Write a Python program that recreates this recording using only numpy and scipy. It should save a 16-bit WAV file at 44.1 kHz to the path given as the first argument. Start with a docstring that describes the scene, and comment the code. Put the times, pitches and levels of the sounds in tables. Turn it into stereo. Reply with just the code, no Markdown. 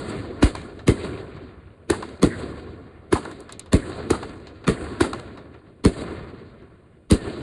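"""Firework battery among houses

At night, heard from close by, mortar tubes launch shells with a hollow thump that slaps back off a wall.
The shells burst overhead with a crack and a falling boom that rolls round the neighbourhood.
Small pops, ticks and brief whizzes come in between. Booms and thumps are pulses whose lows lag;
cracks and scattered sound are short noises; echoes are delayed copies and fading noise."""
import sys
import numpy as np
from scipy import signal
from scipy.fft import rfft, irfft, next_fast_len
from scipy.io import wavfile

SR = 44100
rng = np.random.default_rng(int(sys.argv[2]) if len(sys.argv) > 2 else 0)


def master(y):
    """Save y as 16-bit WAV."""
    cut = np.clip(np.atleast_2d(y).T, -1, 1)
    pcm = np.round(cut * 32767)  # scale
    wavfile.write(sys.argv[1], SR, pcm.astype(np.int16))


N = 327205

# Event levels are in dB; for some sounds the function adds a trim.
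# launches: (time [s], crack [dB], tube thump [dB], share of deep boom [0-1], wall slap [dB], wall clap [dB],
#            shock front [dB], ring of the mouth [Hz], its level [dB])
LAUNCHES = [(0.4266, -6, -13.5, 0.94, -8, -20, -16, 3300, -16.5),
            (1.9002, -10.5, -12, 0, -10, -22.5, -13.5, 4300, -10),
            (3.126, -10, -9.5, 0.04, -15.5, -22, -17, 3000, -17),
            (4.1043, -11, -10, 0, -13.5, -23, -13, 5000, -15.5),
            (5.007, -8.5, -11, 0, -9, -14, -16, 2200, -15)]
# shell bursts: (time [s], boom [dB], bass weight [dB], crack [dB], spacing of the shocks [s], brightness [dB],
#                ring of the casing [Hz], its level [dB], ground bounce [s], whizzing echo [dB],
#                its half-length [s])
BURSTS = [(0.8782, -9.5, -6, -12.5, 0.001, -2.5, 2290, -5, .0105, -39, .012),
          (2.228, -8, -17, -9.5, 0.00092, -1, 1150, -23, .0103, -33, 0.03),
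          (3.7301, -12, 3, -8.5, .0011, -1.5, 2630, -10.5, .0099, -38.5, 0.014),
          (4.677, -13, -10, -7.5, 0.000885, -4.5, 1800, -6.5, .0115, -37, 0.0074),
          (5.8489, -9, -8, -8.5, 0.00094, -1.5, 2200, -12, .0105, -31.5, 0.0071),
          (7.1097, -9, -4.5, -19.5, 0.00105, 3, 2940, -8.5, .0097, -46, 0.025)]
# small pops and ticks: (time [s], snap [dB], body [dB], sizzle [dB])
POPS = [(0.122, -28, -32, -60), (0.791, -28, -34.5, -70), (1.365, -43, -33.5, -67),
        (3.3124, -30, -35, -42.5), (3.4035, -51, -55, -39), (3.492, -24, -32.5, -64),
        (3.5223, -22, -37, -29), (3.594, -22, -42.5, -25), (3.659, -33, -43, -52),
        (4.4694, -25.5, -36.5, -69), (4.641, -30, -31, -63), (5.3732, -30, -34, -60),
        (5.542, -44, -40, -78)]
# spectrum of a shell's boom: (frequency [Hz], level [dB per Hz])
BOOM_SPECTRUM = [(20, -25.5), (35, -5), (55, 2), (105, 0.5), (140, -2), (185, -0.5), (240, -3.5),
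                 (290, -3.5), (400, -7.5), (600, -11.5), (800, -46), (2000, -53)]
# spectrum of a tube's thump: (frequency [Hz], level [dB per Hz])
THUMP_SPECTRUM = [(30, -36.5), (85, -8), (130, -16), (220, -18), (290, -1.5), (350, 1), (450, -4.5),
                  (560, -27.5), (1000, -32), (2000, -60.5)]
# spectrum of a heavy lift charge: (frequency [Hz], level [dB per Hz])
DEEP_BOOM_SPECTRUM = [(20, -25.5), (35, -7.5), (52, 2.5), (80, -3.5), (150, -16), (300, -5), (1000, -77)]
# noisy parts: (frequency [Hz], crack [dB per Hz], near scatter [dB per Hz], rolling echo [dB per Hz])
NOISE_SPECTRA = [(29.3, -25, -26.5, -21), (77, -15.5, 3, 2), (154.8, -2.5, 3, -2), (286, 4, 7, 0),
                 (536, 5.5, 1.5, 0), (865, -12, -13, -12), (1155, -1.5, -11.5, -8), (1930, -6, -13, -14),
                 (2840, -7.5, -18.5, -21.5), (4644, -11.5, -19, -21.5), (5460, -9.5, -25, -42),
                 (6500, -13.5, -26, -34.5), (7630, -27, -25.5, -29), (9800, -20.5, -26, -33.5),
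                 (10700, -23.5, -28.5, -43.5), (12000, -27, -41.5, -66)]
# time the rolling echo takes to fall by 60 dB: (frequency [Hz], fall time [s])
ROLL_T60 = [(70, 3.38), (280, 2.04), (560, 2.24), (1100, 2.23), (2200, 2.1), (4500, 1.45), (9000, 0.75)]
# the two microphone ports, before a sound's spread is applied; in the treble the lead grows with pitch,
# like a short delay: (frequency [Hz], likeness [0-1], left lead [radians])
PORTS = [(90.2, .999, 0), (160, 1, -1), (264, 1, -0.2), (387, 0.86, -0.88), (547, 0.6, -2.5),
         (1205, 0.43, -2.5), (3000, 0.51, -2.5), (4110, 0, -5), (5100, 0.9, -3.5), (6370, 1, -2.5),
         (8900, 1, -0.2), (11100, .92, 2.5)]
# sound from near the ground favours the left port; each sound takes a share of this:
# (frequency [Hz], left minus right [dB])
GROUND_TILT = [(150, -0.5), (280, 12.5), (450, 17.5), (800, 3.5), (1500, 0.5)]
# distant hum of the town: (frequency [Hz], level [dB per Hz])
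TOWN_SPECTRUM = [(20, -10), (60, -5), (150, -4), (320, -8), (900, -19.5), (1500, -24), (2600, -24.5),
                 (5000, -36.5), (6200, -43), (9000, -36), (12000, -52.5)]
# walls that clap back at every launch: (delay [s], level [dB])
CLAPPING_WALLS = [(0.1247, -3.5), (0.1383, -18), (.189, -13)]

TIME = np.arange(N) / SR
SIZE = next_fast_len(N)
HZ = np.maximum(np.arange(SIZE // 2 + 1) * SR / SIZE, 1)
SIDES = np.array([[1], [-1]])  # left, right
MICROPHONE_TOP_HZ, TOP_STOP_HZ = 11310, 13280
RAGGED_DB = 3.5  # random unevenness of a short blast's midrange
TOWN_DB = -58
STREET_DELAY_S, WALL_DELAY_S, GROUND_DELAY_S = 0.1693, 0.1257, 0.00285
# shared base levels: the noisy part of a burst's crack and the rolling echoes
BURST_CRACK_DB, BURST_ROLL_DB, BURST_ROLL_MIDS_DB, LAUNCH_ROLL_DB = -7.5, -33.5, -1, -36
# a burst just before the start, still rolling
EARLIER_BURST_S, EARLIER_ROLL_DB = -0.07, -32
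# the whizz comes a fixed time after each burst, as off a ribbed roof or fence
WHIZZ_DELAY_S, WHIZZ_HZ = 0.1, 1790
# a heavy lift charge booms just after the crack
DEEP_LAG_S = 0.00029


def from_db(db):
    """Decibels to gain."""
    return 10 ** (np.asarray(db) / 20)


def at_hz(table, hz, axis=1):
    """One column of a table, read on a log-frequency axis."""
    table = np.array(table)
    return np.interp(np.log(hz), np.log(table[:, 0]), table[:, axis])


def rms_one(x):
    """Scale to an average strength (rms) of 1."""
    return x / np.sqrt(np.mean(x ** 2) + 1e-20)


def drift(rate):
    """Chance values, rate per second, joined by lines; after 4096 values the last one holds."""
    knots = rng.standard_normal(4096)
    return np.interp(TIME * rate, np.arange(len(knots)), knots)


def hump(centre_hz, steep_db):
    """A rounded spectrum, steep_db down an octave from its centre."""
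    return lambda hz: -steep_db * np.log2(hz / centre_hz) ** 2


def crack_colour(hz):
    """Spectrum of the direct sound, dB per Hz."""
    return at_hz(NOISE_SPECTRA, hz)


def scatter_colour(hz):
    """Spectrum of the sound off nearby things, dB per Hz."""
    return at_hz(NOISE_SPECTRA, hz, axis=2)


def delayed(x, lag_s):
    """The same sound, lag_s later."""
    lag = max(round(lag_s * SR), 1)
    return np.pad(x, ((0, 0), (lag, 0)))[:, :N]


def doubled(x, lag_s, second_db):
    """A sound and its copy a moment later, which combs it into ringing bands."""
    return x + from_db(second_db) * delayed(x, lag_s)


def air_noise(colour_db, left=0., ragged_db=0., spread=0.86, ground_db=1.5, size=SIZE):
    """Noise at the two ports, less alike the wider its spread, combed by the ground reflection; rms 1."""
    hz = np.maximum(np.arange(size // 2 + 1) * SR / size, 1)
    shared, own = rfft(rng.standard_normal((2, size)))
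    alike = np.clip(1 - spread * (1 - at_hz(PORTS, hz)), 0, 1)
    pair = np.sqrt(1 + alike) * shared + SIDES * np.sqrt(1 - alike) * own
    pair = pair * np.exp(.5j * SIDES * at_hz(PORTS, hz, axis=2))
    # a blast only a few ms long has humps and gaps of its own in the midrange
    humps = np.interp(hz, np.linspace(0, SR / 2, 160), rng.standard_normal(160))
    comb = np.cos(2 * np.pi * hz * GROUND_DELAY_S)
    midrange = hz / (hz + 300) / (1 + (hz / 5500) ** 4)
    ripple = (ragged_db * humps + ground_db * comb) * midrange
    tilt = SIDES * left * at_hz(GROUND_TILT, hz) / 2
    return rms_one(irfft(pair * from_db(colour_db(hz) + ripple + tilt), size))


def flash(s, level_db, t60, rise=0.00012, hold=0.):
    """Power envelope: a quick rise to time s, a plateau, then a fall of 60 dB per t60 seconds."""
    out = np.zeros(N)
    near = slice(max(int((s - 10 * rise) * SR), 0), int((s + hold + 2 * t60) * SR))
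    age = TIME[near] - s
    growth = 2 * np.minimum(age, 0) / rise
    decay = np.log(1e6) * np.maximum(age - hold, 0) / t60
    out[near] = 10 ** (level_db / 10) * np.exp(growth - decay)
    return out


def blast(s, power, colour_db, left=0., size=16384):
    """A short noise of its own around time s, from one direction, under a power envelope."""
    out, start = np.zeros((2, N)), round((s - .04) * SR)
    noise = air_noise(colour_db, left, RAGGED_DB, spread=0.7, size=size)
    out[:, start:start + size] = noise[:, :N - start]
    return out * np.sqrt(power)


def pulse(s, colour_db, lag_s, slope, left=0.):
    """One pressure pulse whose lows lag (lag_s at 100 Hz), so that it falls in pitch; height 1."""
    hz = np.maximum(np.arange(8193) * SR / 16384, 1)
    delay = lag_s * (np.maximum(hz, 30) / 100) ** -slope
    # adding up the delay over frequency gives the phase
    phase = 2 * np.pi * np.cumsum(delay) * (hz[2] - hz[1])
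    phase = phase - SIDES / 2 * at_hz(PORTS, hz, axis=2)
    tilt = np.array([[0], [-left]]) * at_hz(GROUND_TILT, hz)
    wave = irfft(from_db(colour_db(hz) + tilt) * np.exp(-1j * phase))
    lead = wave.shape[1] // 8  # room for what comes ahead of time s
    wave, start = np.roll(wave, lead, axis=1), round(s * SR) - lead
    out = np.zeros((2, N))
    out[:, start:start + wave.shape[1]] = wave[:, :N - start] / abs(wave).max()
    return out


def town_hum():
    """The distant town: steady noise, strongest in the lows."""
    return from_db(TOWN_DB) * air_noise(lambda hz: at_hz(TOWN_SPECTRUM, hz))[:, :N]


def single_walls(per_s=9.0, wall_db=-7.0, t60=0.083):
    """Gain of an echo in which single walls now and then stand out as short slaps."""
    hits = (rng.random(N) < per_s / SR) * rng.exponential(1, N) * from_db(wall_db) ** 2
    keep = from_db(-60 / (t60 * SR)) ** 2  # power left after one sample
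    power = 1 + signal.lfilter([1], [1, -keep], hits + 1e-18)
    return np.sqrt(power / power.mean())


def rolling_echo(lumpy_db=1.0, grain_db=0.7, patchy_db=2.6, houses_db=3.5, early_db=0.0, street_db=6.0):
    """Countless reflections off houses, as noise in octave bands; the air takes the treble first."""
    noise = rfft(air_noise(lambda hz: at_hz(NOISE_SPECTRA, hz, axis=3), left=0.33, ground_db=2.5))
    lumps, out = lumpy_db * drift(55) + grain_db * drift(300), 0
    slaps = single_walls()
    octave, coarse = np.clip(np.log2(HZ / 70), 0, 7), TIME[::32]
    overhead = [(s, BURST_ROLL_DB) for s, *rest in BURSTS] + [(EARLIER_BURST_S, EARLIER_ROLL_DB)]
    for k in range(8):
        band_hz = 70 * 2 ** k
        t60, power = at_hz(ROLL_T60, band_hz), 0
        # db is the level 0.15 s after the report
        fade = lambda s, db: (coarse > s) * from_db(db - 60 * (coarse - s - .15) / t60) ** 2
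        for s, *rest in LAUNCHES:
            power = power + fade(s, LAUNCH_ROLL_DB)
        for s, broad in overhead:
            roll = broad + BURST_ROLL_MIDS_DB * from_db(hump(900, 6)(band_hz))
            # a burst in the sky reaches many more walls: the echo builds up, and one row of houses stands out
            late = coarse - s - STREET_DELAY_S
            power = power + fade(s, roll + early_db)
            power = power + fade(s, roll + houses_db) * np.clip(1 + late / 0.06, 0, 1)
            power = power + fade(s, roll + street_db) * np.exp(-(late / 0.0062) ** 2)
        band = irfft(noise * np.maximum(1 - abs(octave - k), 0), SIZE)[:, :N]
        if k < 7:  # the slaps of single walls leave the top treble alone
            band = band * slaps
        level = np.interp(TIME, coarse, np.sqrt(power))
        out = out + band * level * from_db(lumps + patchy_db * drift(30))
    return out


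def house_clatter(cracks, per_s=16, clatter_db=-19.5, first_s=0.09, t60=1.8, uneven_db=3.0, count=5):
    """Rows of houses throw the cracks back in uneven, fading clumps; each row's ledges colour its echoes."""
    out, age = 0, TIME[:2 * SR]
    for row in range(count):
        walls = rng.random(len(age)) < per_s / SR
        sizes = from_db(uneven_db * np.clip(rng.standard_normal(len(age)), -2, 2))
        sizes = sizes * rng.choice([-1, 1], len(age))
        taps = walls * sizes * (age > first_s) * from_db(-60 * age / t60)
        taps = taps / np.sqrt(np.sum(taps ** 2) + 1e-20)
        coloured = doubled(cracks, rng.uniform(0.00022, 0.0018), second_db=-2.0)
        out = out + signal.fftconvolve(coloured, taps[None], axes=1)[:, :N]
    return from_db(clatter_db) * out


def wall_claps(centre_hz=2200, ground_bounce_db=4.0, body_db=-13.0, body_t60=0.07,
               thump_echo_db=-13.0, thump_delay_s=0.148):
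    """Flat walls return each launch as a hard clap and short rattle; a house front returns the thump."""
    out = 0
    for s, level, thump, deep, slap, clap, *rest in LAUNCHES:
        shock = from_db(clap) * pulse(s, hump(centre_hz, 4.9), lag_s=0.011, slope=0.74)
        shock = doubled(shock, GROUND_DELAY_S, ground_bounce_db)
        rattle = 0
        for delay, db in CLAPPING_WALLS:
            out = out + from_db(db) * delayed(shock, delay)
            rattle = rattle + flash(s + delay + 0.0037, clap + body_db + db, t60=body_t60, rise=0.0008)
        out = out + blast(s, rattle, hump(1030, 13.0))
        thump_echo = pulse(s + thump_delay_s, hump(320, 14), lag_s=0.017, slope=0.8, left=0.4)
        out = out + from_db(thump + thump_echo_db) * thump_echo
    return out


def wall_slaps(knock_db=-7.0, tick_db=-8.5, trail_db=-22.5):
    """A far wall returns each launch: a snapping tick, a duller knock and a short trail of echo noise."""
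    out = 0
    for s, level, thump, deep, slap, *rest in LAUNCHES:
        back = s + WALL_DELAY_S
        tick = flash(back, level + slap + tick_db, t60=.014, rise=.0006, hold=.001)
        knock = flash(back, thump + slap / 2 + knock_db, t60=0.066, rise=0.0015, hold=0.0015)
        trail = flash(back + 0.0096, level + slap + trail_db, t60=0.4, rise=0.007, hold=.01)
        out = out + blast(s, tick, crack_colour) + blast(s, trail, hump(950, 2.1))
        out = out + doubled(blast(s, knock, hump(940, 15.0)), GROUND_DELAY_S, second_db=-14.0)
    return out


def yard_bark(bark_db=-11.5, bark_t60=0.12):
    """Low walls round the battery answer each launch with a short midrange bark."""
    out = 0
    for s, level, thump, *rest in LAUNCHES:
        first = flash(s + 0.0034, thump + bark_db + 7.5, t60=0.028, rise=0.0019)
        second = flash(s + 0.028, thump + bark_db, t60=bark_t60, rise=0.0035, hold=0.01)
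        out = out + blast(s, first + second, hump(980, 18), left=0.58)
    return out


def whizzes(glide=1.8, rough_per_s=700, lead=1.34):
    """A brief whizz that sags in pitch after each burst; chance roughens all but the last two."""
    out = 0
    for s, *rest, whizz, length in BURSTS:
        age = TIME - s - WHIZZ_DELAY_S
        phase = 2 * np.pi * WHIZZ_HZ * (age - glide * age ** 2 / 2)
        near = abs(age) < 4 * length
        rasp = (drift(rough_per_s) + 1j * drift(rough_per_s))[near]
        rasp = rasp * np.exp(-(age[near] / length) ** 2)
        whizzing = np.zeros((2, N))
        whizzing[:, near] = np.real(rasp * np.exp(1j * (phase[near] - SIDES / 2 * lead)))
        out = out + from_db(whizz) * whizzing
    return out


def pops(snap_db=-15.0, tail_db=-17.5):
    """Each pop has a dry snap, a duller body and a thin sizzle, all short noises."""
    out = 0
    for s, db, body, sizzle in POPS:
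        snap = flash(s + 0.00064, db + snap_db, t60=0.014, hold=0.0014)
        tail = flash(s + 0.00089, db + tail_db, t60=0.14)
        out = out + blast(s, snap + tail, hump(3330, 12.4))
        out = out + blast(s, flash(s + 0.0013, body, t60=0.1), hump(800, 4.6))
        out = out + blast(s, flash(s + 0.00094, sizzle, t60=0.016, hold=0.0013), hump(6700, 6.3))
    return out


def shock_fronts(burst_db=-4.0, shock_t60=0.0029, ground_bounce_db=-3.5, house_db=-16.0, house_delay_s=0.035):
    """Each report's needle-sharp front glances off the ground, or from overhead off the nearest house."""
    low, high = 0, 0

    def front(s, db):
        """A very short, bright noise."""
        return blast(s, flash(s, db, t60=shock_t60, rise=0.00057, hold=0.00037), hump(8200, 6.0))

    for s, level, thump, deep, slap, clap, front_db, *rest in LAUNCHES:
        low = low + front(s + 0.0017, front_db)
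    for s, boom, bass, crack, lag, bright, *rest in BURSTS:
        high = high + front(s + 0.0021, BURST_CRACK_DB + burst_db + bright)
    return doubled(low, GROUND_DELAY_S, ground_bounce_db) + doubled(high, house_delay_s, house_db)


def muzzle_cracks(muzzle_db=1.5, ground_bounce_db=-2.5, centre_hz=940, lead_s=0.00251):
    """Each tube mouth's ringing shock arrives direct and off the ground: a hollow clack."""
    shocks = 0
    for s, level, *rest, ring_hz, ring in LAUNCHES:
        shock = pulse(s - lead_s, hump(centre_hz, 6.9), lag_s=.017, slope=.74, left=0.22)
        mouth_ring = pulse(s - 0.0006, hump(ring_hz, 30), lag_s=.017, slope=.74)
        shocks = shocks + from_db(level + muzzle_db) * shock + from_db(ring) * mouth_ring
    return doubled(shocks, GROUND_DELAY_S, ground_bounce_db)


def launches(thump_db=10.5, deep_db=-4.5, crack_db=-3.5, scatter_db=-14.0, yard_db=-17.5, lead_in_db=-10.5,
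             bass_cut_db=17.0, crack_bass_cut_db=-4.5):
    """The lift charge cracks, the tube thumps; the ground and nearby things send it back."""
    thump_colour = lambda hz: at_hz(THUMP_SPECTRUM, hz)
    deep_colour = lambda hz: at_hz(DEEP_BOOM_SPECTRUM, hz)
    # the cut for the crack is negative, so its bass is lifted
    launch_crack = lambda hz: crack_colour(hz) - crack_bass_cut_db * np.exp(-hz / 500)
    launch_scatter = lambda hz: scatter_colour(hz) - bass_cut_db * np.exp(-hz / 500)
    out = 0
    for s, level, thump, deep, slap, *rest in LAUNCHES:
        tube = pulse(s + 0.0007, thump_colour, lag_s=0.01709, slope=0.736, left=0.75)
        charge = pulse(s + DEEP_LAG_S, deep_colour, lag_s=0.0167, slope=0.78)
        out = out + from_db(thump + thump_db) * tube + deep * from_db(deep_db) * charge
        crack = flash(s + 0.0012, level + crack_db, t60=0.028, hold=0.0004)
        bounce_s = s + 0.00037 + GROUND_DELAY_S
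        crack = crack + flash(bounce_s, level + crack_db - 3.0, t60=0.091, hold=0.00033)
        # a faint noise rises some ms ahead of the crack
        lead_in = flash(s, level + lead_in_db, t60=.01, rise=.005)
        scatter = flash(s + 0.0094, level + scatter_db, t60=0.046, rise=0.00087, hold=0.013)
        yard = flash(s + 0.03, level + yard_db, t60=0.16, rise=0.0014, hold=0.016)
        out = out + blast(s, crack + lead_in, launch_crack, left=0.55)
        out = out + blast(s, scatter + yard, launch_scatter, left=0.39)
    return out


def shell_cracks(second_db=-3.0, third_db=-13.0, centre_hz=1250, ground_bounce_db=-9.0,
                 overtone_ratio=1.43, overtone_db=-7.0):
    """Each casing splits in a few quick shocks and rings at its own pitch; the ground throws it back up."""
    out = 0
    for s, boom, bass, crack, lag, bright, ring_hz, ring, bounce, *rest in BURSTS:
        shock = from_db(crack) * pulse(s - 0.0004, hump(centre_hz, 18.0), lag_s=0.017, slope=.72)
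        shocks = doubled(doubled(shock, lag, second_db), lag, third_db)
        tone = pulse(s - 0.0002, hump(ring_hz, 90), lag_s=0.017, slope=.72)
        overtone = pulse(s - 0.0002, hump(ring_hz * overtone_ratio, 140), lag_s=0.017, slope=.72)
        casing = from_db(ring) * tone + from_db(ring + overtone_db) * overtone
        out = out + doubled(shocks + casing, bounce, ground_bounce_db)
    return out


def bursts(boom_db=6.5, crack_db=-8.0, scatter_db=-6.5, lead_in_db=-12.5, bass_share=0.93, rebound_db=-12.0,
           second_db=-2.5, ground_bounce_db=-6.0):
    """A shell tears open in a ragged crack; its boom rebounds off the ground and the nearest house."""
    out = 0
    for s, boom, bass, shock, lag, bright, ring_hz, ring, bounce, *rest in BURSTS:
        boom_colour = lambda hz: at_hz(BOOM_SPECTRUM, hz) + bass_share * (bass + 4) / (1 + (hz / 130) ** 2)
        treble = lambda hz: bright * hz / (hz + 1200)
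        direct = pulse(s, boom_colour, lag_s=.018, slope=0.73, left=0.043)
        off_ground = pulse(s + bounce, hump(295, 17), lag_s=.018, slope=0.725)
        off_house = pulse(s + 0.03, hump(298.4, 22), lag_s=0.031, slope=0.786, left=0.43)
        booms = direct + from_db(ground_bounce_db) * off_ground + from_db(rebound_db) * off_house
        out = out + from_db(boom + boom_db) * booms
        crack = flash(s + 0.00101, BURST_CRACK_DB + crack_db, t60=0.011, hold=0.0032)
        crack = crack + flash(s + 0.0112, BURST_CRACK_DB - 8.0, t60=0.012, rise=0.0011)
        # a faint noise rises some ms ahead of the crack
        lead_in = flash(s - .007, BURST_CRACK_DB + lead_in_db - 4, t60=.012, rise=.002, hold=.007)
        scatter = flash(s + 0.0085, BURST_CRACK_DB + scatter_db, t60=0.15, rise=0.0027, hold=0.014)
        torn = blast(s, crack + lead_in, lambda hz: crack_colour(hz) + treble(hz))
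        out = out + doubled(torn, lag, second_db)
        out = out + blast(s, scatter, lambda hz: scatter_colour(hz) + treble(hz), left=0.35)
    return out


def scene():
    """The quiet night, the echoes, the small sounds and the reports."""
    muzzles, shells = muzzle_cracks(), shell_cracks()
    echoes = rolling_echo() + house_clatter(shells + from_db(-7.0) * muzzles)
    echoes = echoes + wall_claps() + wall_slaps() + yard_bark()
    reports = shock_fronts() + muzzles + launches() + shells + bursts()
    return town_hum() + echoes + whizzes() + pops() + reports


def record(dry):
    """The microphone rolls off the top treble, the loudest peaks are squashed, the top is cut."""
    roll_off = signal.butter(6, MICROPHONE_TOP_HZ, fs=SR, output="sos")
    top_cut = signal.cheby2(10, 35, TOP_STOP_HZ, fs=SR, output="sos")
    heard = signal.sosfiltfilt(roll_off, dry)
    squashed = heard / (1 + (heard / .86) ** 8) ** (1 / 8)  # stays within 0.86
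    return signal.sosfiltfilt(top_cut, squashed)


dry = scene()
out = record(dry)
master(out)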